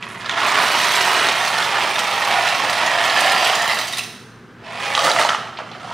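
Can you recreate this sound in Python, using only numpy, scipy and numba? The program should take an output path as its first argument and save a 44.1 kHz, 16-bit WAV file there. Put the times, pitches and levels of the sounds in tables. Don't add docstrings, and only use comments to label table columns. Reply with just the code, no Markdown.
import sys
import numpy as np
from scipy import signal
from scipy.fft import rfft, irfft
from scipy.io import wavfile
from numba import njit

SR = 44100
rng = np.random.default_rng(int(sys.argv[2]) if len(sys.argv) > 2 else 0)


def master_out(mix):
    frames = np.transpose(np.atleast_2d(mix))
    ceiling = np.clip(frames, -1, 1)
    pcm = np.round(ceiling * 32767).astype(np.int16)
    wavfile.write(sys.argv[1], SR, pcm)


N = 261513


def undb(db):
    return 10 ** (np.asarray(db) / 20)


def rms(x):
    return np.sqrt(np.mean(x ** 2)) + 1e-12


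def curve(rows, column):
    rows, t = np.asarray(rows), np.arange(N) / SR
    outside_s = np.maximum(rows[0, 0] - t, 0) + np.maximum(t - rows[-1, 0], 0)
    return undb(np.interp(t, rows[:, 0], rows[:, column])) * np.exp(-outside_s / .02)


def band(x, lo_hz, hi_hz):
    edges_hz = [lo_hz, min(hi_hz, .48 * SR)]
    return signal.sosfilt(signal.butter(3, edges_hz, 'bandpass', fs=SR, output='sos'), x)


def convolve(x, impulse_response):
    return signal.fftconvolve(x, impulse_response)[:N]


def response(points, resonances=(), size=8192):
    f = np.maximum(np.arange(size // 2 + 1) * SR / size, 1)
    hz, db = np.transpose(points)
    shape_db = np.interp(np.log(f), np.log(hz), db)
    for centre_hz, width_hz, height_db in resonances:
        shape_db = shape_db + height_db / (1 + (2 * (f - centre_hz) / width_hz) ** 2)
    cepstrum = irfft(np.log(undb(shape_db)))
    cepstrum[1:size // 2] *= 2
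    cepstrum[size // 2 + 1:] = 0
    return irfft(np.exp(rfft(cepstrum)))


def colour(x, points, resonances=()):
    return convolve(x, response(points, resonances))


@njit
def rings(at, hz, fade, size, length):
    out = np.zeros(length)
    for k in range(len(at)):
        start = max(int(at[k] * SR), 0)
        z = size[k] + 0j
        turn = np.exp((2j * np.pi * hz[k] - 1 / fade[k]) / SR)
        for i in range(start, min(length, start + int(6 * fade[k] * SR))):
            z *= turn
            out[i] += z.imag
    return out


def bursts(at, size, fade_s):
    hits = np.zeros(N)
    np.add.at(hits, np.clip((at * SR).astype(int), 0, N - 1), size)
    envelope = signal.lfilter([1], [1, -np.exp(-1 / (fade_s * SR))], hits)
    return envelope * rng.standard_normal(N)


def struck(at, hz, size, modes, fade_s, contact_s, scatter=0.076):
    ratio, db = np.transpose(modes)
    chance = rng.standard_normal((len(at), 2, len(ratio)))
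    starts = np.repeat(at, len(ratio))
    pitches = (np.outer(hz, ratio) * (1 + scatter * chance[:, 0] * (ratio != 1))).ravel()
    sizes = (np.outer(size, undb(db)) * np.sign(chance[:, 1])).ravel()
    fading = rings(starts, pitches, np.full(len(starts), fade_s), sizes, N)
    held = rings(starts, pitches, np.full(len(starts), contact_s), sizes, N)
    return fading - held


def contacts(rate, spread_db, cycles, click, count=18000, order=5):
    gaps, strength = rng.exponential(size=count), rng.standard_normal(count)
    pitch, sign = rng.random((count, order)), rng.choice([-1., 1.], (count, order))
    at = np.searchsorted(np.cumsum(rate) / SR, np.cumsum(gaps))
    heard = at < N
    at, pitch, sign = at[heard], pitch[heard], sign[heard]
    size = undb(spread_db * np.minimum(strength[heard], 2)) / np.sqrt(rate[at])
    hz = 250 * 64 ** pitch
    fade_s = np.minimum(cycles / hz, .006)
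    sizes = sign * size[:, None] * np.sqrt(hz / fade_s)
    partials = rings(np.repeat(at / SR, order), hz.ravel(), fade_s.ravel(), sizes.ravel(), N)
    clicks = np.bincount(at, size * sign[:, 0], N)
    return partials / rms(partials) + click * clicks / rms(clicks)


# frequency in Hz, relative density in dB per Hz.
KITCHEN_SPECTRUM = [(25, -28), (38, -27), (48, -6), (62, -29), (80, -6), (105, 0), (200, 3.5), (300, -5),
                    (400, -0.5), (600, -13), (950, -12), (1500, -7), (2200, -17), (5000, -29), (15000, -48)]
# frequency in Hz, level in dB rms.
HUM_PARTIALS = [(118.6, -50), (238, -53.5), (377, -59.5), (1556, -63)]


def background(noise_db=-42.5, side_db=-19):
    mid, side = (colour(rng.standard_normal(N), KITCHEN_SPECTRUM) for _ in range(2))
    t, hum = np.arange(N) / SR, np.zeros(N)
    for hz, db in HUM_PARTIALS:
        waver_rad = np.cumsum(rng.standard_normal(N)) * 0.00068 * np.sqrt(hz)
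        hum += undb(db) * np.sqrt(2) * np.sin(2 * np.pi * hz * t + waver_rad)
    opposed = side / rms(side) * np.array([[1], [-1]])
    return hum + undb(noise_db) * (mid / rms(mid) + undb(side_db) * opposed)


def room(x, early_db, tail_db, early_s=0.0065, low_t60=0.86, high_t60=0.65, count=32):
    t = np.arange(int(.6 * SR)) / SR
    low_decay, high_decay = (np.exp(-np.log(1000) * t / t60) for t60 in (low_t60, high_t60))
    out, step = np.zeros(N + len(t)), N // count
    dull = signal.butter(1, 4000, fs=SR, output='sos')
    for k in range(count + 2):
        i = np.arange(max((k - 1) * step, 0), min((k + 1) * step, N))
        if not np.any(np.abs(x[i]) > 1e-5):
            continue
        near, far = rng.standard_normal((2, len(t)))
        early = near * (t > .002) * np.exp(-t / early_s)
        low = signal.sosfilt(dull, far)
        tail = (low * low_decay + (far - low) * high_decay) * (t > .012)
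        echoes = undb(early_db) * early / np.linalg.norm(early)
        echoes += undb(tail_db) * tail / np.linalg.norm(tail)
        wet = signal.fftconvolve(x[i] * np.cos(np.pi / 2 * (i / step - k)), echoes)
        out[i[0]:i[0] + len(wet)] += wet
    return out[:N]


# frequency in Hz, relative share.
LEAN_SHARE = [(250, 0), (550, 0.63), (1100, 1.35), (2000, 0.87), (4200, 1.13), (8000, 1.94), (12000, 0.25)]


def place(x, right_db, early_db, tail_db, side_db):
    mid = x + room(x, early_db, tail_db)
    diffuse_points = [(100, -3.0), (2000, -11.0), (5000, -11.5), (8500, -2.5), (15000, -4.5)]
    diffuse = colour(room(x, early_db, tail_db), diffuse_points) * undb(side_db)
    share = np.interp(np.arange(N // 2 + 1) * SR / N, *np.transpose(LEAN_SHARE))
    lean = np.tanh(right_db * np.log(10) / 40) * irfft(rfft(mid) * share, N)
    side = diffuse - lean
    return np.array([mid + side, mid - side])


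# time in seconds, level in dB.
BEAD_LEVELS = [(.02, -60), (.09, -56), (.16, -60), (.3, -55)]


def bracelets():
    touches = contacts(np.full(N, 120.), spread_db=2.0, cycles=8, click=1.4, count=1000)
    ticks = band(touches, 5200, 11000)
    return ticks / rms(ticks) * curve(BEAD_LEVELS, column=1)


# start in seconds, level before the envelope in dB, rasp centre in Hz.
SKID_EVENTS = [(0.025, -27, 2280), (0.254, -30, 3270), (5.57, -29.5, 3030), (5.715, -36.5, 3080),
               (5.73, -37, 2700), (5.85, -42, 3400)]


def skids(attack_s=0.0018, fade_s=0.014, span=1.61):
    t, out = np.arange(N) / SR, np.zeros(N)
    for at, db, hz in SKID_EVENTS:
        age = np.maximum(t - at, 0)
        rasp = rng.standard_normal(N)
        for _ in range(2):
            rasp = band(rasp, hz / span, hz * span)
        out += undb(db) * rasp / rms(rasp) * np.minimum(age / attack_s, 1) * np.exp(-age / fade_s)
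    return out


# start in seconds, relative level in dB, pitch in Hz.
PING_EVENTS = [(3.935, -13.5, 3740), (3.972, -23, 3670), (3.993, -11, 2650), (4.008, -24, 2750),
               (4.016, -26, 3450), (4.046, -28, 2580)]


def pings(ring_s=0.004):
    at, db, hz = np.array(PING_EVENTS, float).T.copy()
    return struck(at, hz, undb(db), [(1, 0.5), (1.37, -17)], ring_s, contact_s=.0003)


# start in seconds, relative level in dB,
# panel pitch in Hz, piece pitch in Hz, piece against the whole in dB (capped below).
KNOCK_EVENTS = [(0.026, -17, 1710, 2550, 1), (0.26, -13.5, 1300, 3850, -5), (0.295, -3.5, 1880, 3530, -7),
                (0.312, -12.5, 1000, 3240, -0.5), (.384, -8, 1240, 3550, -9), (.586, -4, 1100, 2330, -5),
                (.636, -6, 1000, 3480, -13), (.667, -11, 1075, 2900, -2), (.749, -2, 895, 2320, -10),
                (.811, -9, 860, 3500, -5), (1.009, -11, 1745, 2750, 1), (1.161, -15, 1840, 3270, -10),
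                (1.259, -11, 1870, 2410, -14), (1.287, -4, 718, 3830, -2), (1.404, -14, 1300, 3660, -0.5),
                (1.479, -11, 1300, 4400, -2), (1.548, -10, 1299, 2770, -7), (1.583, -11.5, 1290, 4170, -1),
                (1.626, -6, 1780, 3560, -4), (1.755, -9, 1440, 2700, -15), (1.958, -10, 1920, 3620, 1),
                (1.983, -5, 783, 2600, -5), (1.99, -11, 1300, 3820, 0), (2.127, -16, 1300, 3860, 1),
                (2.178, -9, 1350, 3580, -7), (2.248, -14, 1300, 4100, -0.5), (2.275, -5, 950, 2600, -9),
                (2.31, -8, 1916, 2530, -11), (2.479, -7, 1080, 2760, -2), (2.488, -9, 1300, 3870, -1),
                (2.611, -13, 1860, 2800, -5), (2.696, -6.5, 1890, 3800, -7), (2.865, -5, 1300, 2650, -6),
                (2.988, -11, 1300, 3840, -2), (3.039, -6, 1090, 3300, -6), (3.098, -9.5, 1300, 3870, -0.5),
                (3.164, -6, 1740, 2720, -7), (3.219, -6, 820, 2400, -19), (3.253, -3, 700, 2400, -14),
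                (3.297, -9.5, 1300, 3800, -1), (3.378, -9, 1910, 2500, -2), (3.43, -7, 1300, 2830, -11),
                (3.443, -13, 1300, 4320, 1), (3.471, -5, 1740, 2800, -0.5), (3.479, -15, 1360, 2700, -3),
                (3.498, -4, 720, 3000, -5), (3.534, -6, 1720, 3060, -3), (3.677, -6, 1720, 2930, -4),
                (3.771, -9.5, 1730, 2940, -10), (3.789, -9, 1399, 4160, -4), (3.833, -14, 1130, 3270, -4),
                (3.935, -11, 2020, 3750, -8.5), (4.9507, -0.5, 855, 3250, -2.5),
                (4.977, 0, 1150, 3870, -10), (4.992, -3, 1330, 3200, -1), (5.0105, -3.5, 730, 3050, -6.5),
                (5.07, -2, 1230, 3270, -13), (5.079, -4.5, 1370, 4630, -18), (5.089, -4, 1350, 3000, -17),
                (5.098, -7.5, 1400, 4700, 0), (5.105, -2.5, 690, 3000, -12), (5.1153, -4, 1260, 3940, -2.5),
                (5.163, -1, 1180, 2700, -9.5), (5.187, 0.5, 1920, 2780, -8.5), (5.196, -2, 660, 2320, -9),
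                (5.214, -3, 1200, 3700, -8.5), (5.223, -14, 1300, 4350, -1), (5.234, -2.5, 750, 2700, -7),
                (5.249, 0, 860, 4180, -11), (5.2898, -2.5, 880, 2940, -4), (5.2923, 0, 1320, 3130, -9),
                (5.3035, -3.5, 1330, 2920, -21), (5.3187, -4.5, 1310, 2510, -17),
                (5.332, -11, 1340, 2900, -26), (5.347, -2.5, 1240, 2840, -12),
                (5.373, -21, 1190, 2900, -16), (5.473, -27, 1220, 2600, 3), (5.529, -25, 1260, 2700, -12),
                (5.588, -12, 910, 2760, -10), (5.602, -17, 830, 2890, -17), (5.675, -23, 744, 2710, -12),
                (5.715, -19, 800, 3230, -10), (5.75, -21, 1260, 2700, -11), (5.85, -22.5, 770, 3210, -13),
                (5.875, -19, 800, 2800, -22), (5.899, -20, 850, 2800, -22), (5.912, -15, 900, 2830, -19.5)]
# nominal multiple of the panel pitch, relative level in dB.
PANEL_MODES = [(.68, -11), (1, -2.5), (1.38, -10)]
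# nominal multiple of the piece pitch, relative level in dB.
PIECE_MODES = [(.83, -12.5), (1, -3), (1.27, -12.5), (1.8, -19.5)]


def knocks(panel_db=2.5, piece_db=3.0, snap_db=-6, scuff_db=-21, panel_s=0.0024, piece_s=0.0018):
    at, db, panel_hz, piece_hz, share_db = np.array(KNOCK_EVENTS, float).T.copy()
    share = np.minimum(undb(share_db), .95)
    panel_size, piece_size = undb(db + panel_db) * (1 - share), undb(db + piece_db) * share
    panel = struck(at, panel_hz, panel_size, PANEL_MODES, panel_s, contact_s=0.00035)
    piece = struck(at, piece_hz, piece_size, PIECE_MODES, piece_s, contact_s=0.00026)
    snap = band(bursts(at, undb(db + snap_db) * share, 0.0011), 2500, 6600)
    scuff = band(bursts(at, undb(db + scuff_db) * (.5 + share), 0.013), 580, 5900)
    return band(panel + piece + snap + scuff, 470, 20000)


# centre of the cluster in Hz, relative level in dB, t60 in seconds.
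POT_MODES = [(2640, 4, 0.33), (3180, -10, 0.6), (3700, -7, 0.25), (4150, -19, .4), (5390, 0, 0.6),
             (5870, -4, 1), (7440, -10, .1), (9400, -8, .08), (10200, -9, .07), (13500, -8, .14)]


def pot_wall(split=0.088, count=70):
    hz, db, t60 = np.repeat(np.array(POT_MODES, float), count, axis=0).T
    chance = rng.standard_normal((len(hz), 2))
    split_hz = hz * (1 + split * chance[:, 0])
    sizes = undb(db) * np.sign(chance[:, 1])
    return rings(np.zeros(len(hz)), split_hz, t60 / np.log(1000), sizes, SR)


# time in seconds, relative level in dB.
STREAM_LEVELS = [(.39, -43), (.47, -37.5), (.9, -31.5), (1.2, -36), (1.7, -41), (2.35, -39), (2.95, -42.5),
                 (3.15, -37), (3.87, -38.5), (3.9, -49), (3.95, -42), (3.98, -39.5), (4.04, -56)]
# start in seconds, relative level in dB, piece pitch in Hz.
CLINK_EVENTS = [(.954, -12.5, 7600), (1.479, -19, 10100), (1.582, -20, 7940), (1.99, -15, 8100),
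                (2.486, -19, 7710), (2.696, -17.5, 7800), (2.728, -18.5, 9500), (2.861, -17, 6800),
                (3.05, -17.5, 7990), (3.096, -26, 9200), (3.204, -11, 8600), (3.26, -19, 8000),
                (3.316, -17, 9520), (3.378, -19, 9030), (3.445, -13, 7800), (3.471, -17, 11300),
                (3.55, -11.5, 7050), (3.617, -18, 6900), (3.677, -16, 8960), (3.744, -18.5, 7600),
                (3.787, -15, 8460), (3.878, -17, 7000), (3.924, -19, 9300), (3.944, -24, 10200),
                (3.969, -17, 8670), (3.982, -13, 9550), (4.035, -22.5, 6060)]
# frequency in Hz, relative level in dB.
LANDING_SPECTRUM = [(500, -41), (2000, 6), (3700, 10.5), (5500, 6), (7000, -0.5), (9500, -2.5),
                    (11500, -7.5), (13800, -7), (15800, -14)]
# centre in Hz, width in Hz, height in dB.
TUBE_RESONANCES = [(6000, 1100, 1.8), (8740, 2100, 3.3), (10100, 590, 2.1)]


def landing(stream_db=-4.5, tick_db=-8, tube_db=-8, pot_db=-17, bounce_db=-3):
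    stream = contacts(np.full(N, 340.), spread_db=0.5, cycles=6, click=0.9)
    stream = colour(stream, LANDING_SPECTRUM, TUBE_RESONANCES)
    stream = stream / rms(band(stream, 7000, 15000))
    at, db, hz = np.array(CLINK_EVENTS, float).T.copy()
    again = at + rng.uniform(0.0032, 0.011, len(at))
    ticks = bursts(at + 0.0016, undb(db + tick_db), 0.0024)
    ticks += bursts(again, undb(db + tick_db + bounce_db), 0.0016)
    ticks = colour(ticks, LANDING_SPECTRUM, list(TUBE_RESONANCES) + [(13500, 5000, 1.6)])
    tubes = rings(at + .002, hz, np.full(len(at), .002), undb(db + tube_db), N)
    blows = stream * curve(STREAM_LEVELS, column=1) * undb(stream_db) + ticks + tubes
    ring = convolve(blows, pot_wall())
    return blows + ring * undb(pot_db) * rms(blows) / rms(ring)


# start in seconds, relative rattle level in dB,
# relative crisp contact level in dB.
SURGE_EVENTS = [(0.028, -39, -45), (0.198, -38, -38), (1.005, -24.5, -31.5), (1.134, -26, -27.5),
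                (1.245, -27, -25), (1.444, -29, -24), (1.81, -26.5, -23), (2.3, -20.5, -22.5),
                (2.459, -26, -25), (3.16, -25, -25), (3.24, -23, -42), (3.39, -26, -24),
                (3.44, -27.5, -23.5), (3.685, -22, -21.5), (3.764, -27, -36), (3.958, -36, -48),
                (5.034, -27, -30), (5.185, -20, -27), (5.58, -31, -54)]


def jostling(motion, contact_db=-7.0, sharpening=1.09, attack_s=.012, fade_s=.035):
    t, flow = np.arange(N) / SR, curve(motion, column=1)
    rattle = flow
    crisp = undb(contact_db) * flow.max() * (flow / flow.max()) ** sharpening
    for at, rattle_db, crisp_db in SURGE_EVENTS:
        if motion[0][0] <= at <= motion[-1][0]:
            fade = np.exp(-np.maximum(t - at - attack_s, 0) / fade_s)
            swell = np.clip((t - at) / attack_s, 0, 1) * fade
            rattle = np.hypot(rattle, undb(rattle_db) * swell)
            crisp = np.hypot(crisp, undb(crisp_db) * swell)
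    return rattle, crisp


# frequency in Hz, relative level in dB.
RATTLE_SPECTRUM = [(60, -65.5), (150, -17.5), (300, -14.5), (480, -11.5), (680, -2), (1100, -1.5),
                   (2000, -3.5), (3300, -6.5), (5000, -15.5), (7000, -24), (10000, -28.5), (12000, -41),
                   (15500, -43)]


def box(x, states, count=70, size=2048, bend_share=.05, bend_db=1.5):
    out, step = np.zeros(N + size), N // count
    times = [at for at, _ in states]
    for k in range(count + 2):
        peaks = []
        for weights, (_, resonances) in zip(np.eye(len(states)), states):
            weight = np.interp(k * step / SR, times, weights)
            chance = rng.standard_normal((len(resonances), 2))
            for (hz, width_hz, db), (bend, swell) in zip(resonances, chance):
                peaks.append((hz * (1 + bend_share * bend), width_hz, weight * (db + bend_db * swell)))
        i = np.arange(max((k - 1) * step, 0), min((k + 1) * step, N))
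        faded = x[i] * np.cos(np.pi / 2 * (i / step - k)) ** 2
        part = signal.fftconvolve(faded, response(RATTLE_SPECTRUM, peaks, size=size))
        out[i[0]:i[0] + len(part)] += part
    return out[:N]


def tumble(motion, states, per_second, spread_db, gain_db, crisp_db, early_crisp_db, top_db, hardness,
           creep=.4):
    rattle, crisp = jostling(motion)
    rate = per_second * (creep + np.sqrt(rattle / rattle.max()))
    x = box(contacts(rate, spread_db, cycles=6.4, click=1.51), states)
    early = np.interp(np.arange(N) / SR, [states[0][0], states[-1][0]], [1, 0])
    body, no_top = (signal.sosfiltfilt(signal.butter(2, hz, fs=SR, output='sos'), x) for hz in (2500, 6800))
    top = (x - no_top) * undb(top_db) * (crisp / crisp.max()) ** hardness
    rattle = rattle / rms(band(x, 500, 2000))
    crisp = crisp / rms(band(x, 3000, 6000))
    crisp_gain = undb(crisp_db + early * early_crisp_db)
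    return undb(gain_db) * (body * rattle + crisp_gain * (no_top - body + top) * crisp)


# time in seconds, relative rattle level in dB.
SLIDE_MOTION = [(4.59, -57), (4.64, -45), (4.7, -38.5), (4.78, -34.5), (4.84, -29.5), (4.93, -28.5),
                (5.0, -26), (5.07, -23.5), (5.14, -28), (5.26, -27), (5.33, -32), (5.39, -39.5),
                (5.52, -47), (5.66, -45.5), (5.8, -41.5), (5.93, -37)]
# nominal centre in Hz, width in Hz, nominal height in dB.
TILTED_BOX = [(240, 130, -3), (646, 250, 4), (820, 99, 2), (1049, 69, 4), (1400, 130, 4), (1570, 210, -8),
              (1770, 180, 5.5), (2260, 85, 1), (2540, 150, 3), (3600, 96, -2), (5200, 120, 4)]
UPRIGHT_BOX = [(197, 87, 8.5), (504, 170, 6), (690, 130, 6), (960, 110, -7.5), (1240, 310, 5.5),
               (1520, 170, -3), (2060, 170, 3), (2470, 720, -6), (3770, 660, -5.5), (9400, 6600, -1)]


def slide():
    return tumble(SLIDE_MOTION, [(4.9, TILTED_BOX), (5.1, UPRIGHT_BOX)], per_second=1500, spread_db=0.5,
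                  gain_db=3.0, crisp_db=1.8, early_crisp_db=-1.5, top_db=11.0, hardness=0.51)


# time in seconds, relative rattle level in dB.
POUR_MOTION = [(0, -40), (.21, -37.5), (.31, -27), (.45, -21), (.74, -20.5), (1, -20), (1.25, -20),
               (1.39, -24), (1.64, -23.5), (1.8, -22), (1.98, -24), (2.15, -23), (2.8, -22), (3.08, -20.5),
               (3.3, -19), (3.7, -25), (3.84, -33.5), (3.92, -38), (3.98, -36), (4.05, -49.5)]
# nominal centre in Hz, width in Hz,
# nominal height in dB.
FULL_BOX = [(402, 44, 7.5), (765, 140, -0.5), (1040, 240, 2.1), (1370, 180, 2), (1620, 100, -1.5),
            (1825, 170, 3.5), (2280, 360, 1.5), (3480, 110, -5), (3870, 250, 0.5)]
EMPTYING_BOX = [(236, 130, -4), (730, 320, 4), (830, 77, -1), (1380, 87, 5), (1537, 160, -15),
                (1840, 330, 6.5), (2300, 110, -4), (3000, 540, 2), (3570, 96, -7), (4070, 730, -1),
                (5020, 220, 8.5)]


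def pour():
    states = [(.9, FULL_BOX), (2.4, TILTED_BOX), (3.15, EMPTYING_BOX)]
    return tumble(POUR_MOTION, states, per_second=1000, spread_db=2.0,
                  gain_db=0.5, crisp_db=-1.0, early_crisp_db=1.0, top_db=1.0, hardness=0.14)


def scene():
    return (background()
            + place(landing() + bracelets(), right_db=3.0, early_db=1.0, tail_db=-1.5, side_db=-4.5)
            + place(pings(), right_db=3.0, early_db=-10, tail_db=-14, side_db=-4)
            + place(knocks() + skids(), right_db=2.0, early_db=-7.5, tail_db=-6.5, side_db=-19)
            + place(slide(), right_db=3.0, early_db=-6.5, tail_db=-10.5, side_db=-1.5)
            + place(pour(), right_db=3.5, early_db=-9.5, tail_db=-5.5, side_db=-6.0))


def record(dry, top_hz=15700):
    rounded = np.tanh(.7 * dry) / .7
    return signal.sosfilt(signal.ellip(10, .2, 80, top_hz, fs=SR, output='sos'), rounded)


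dry = scene()
out = record(dry)
master_out(out)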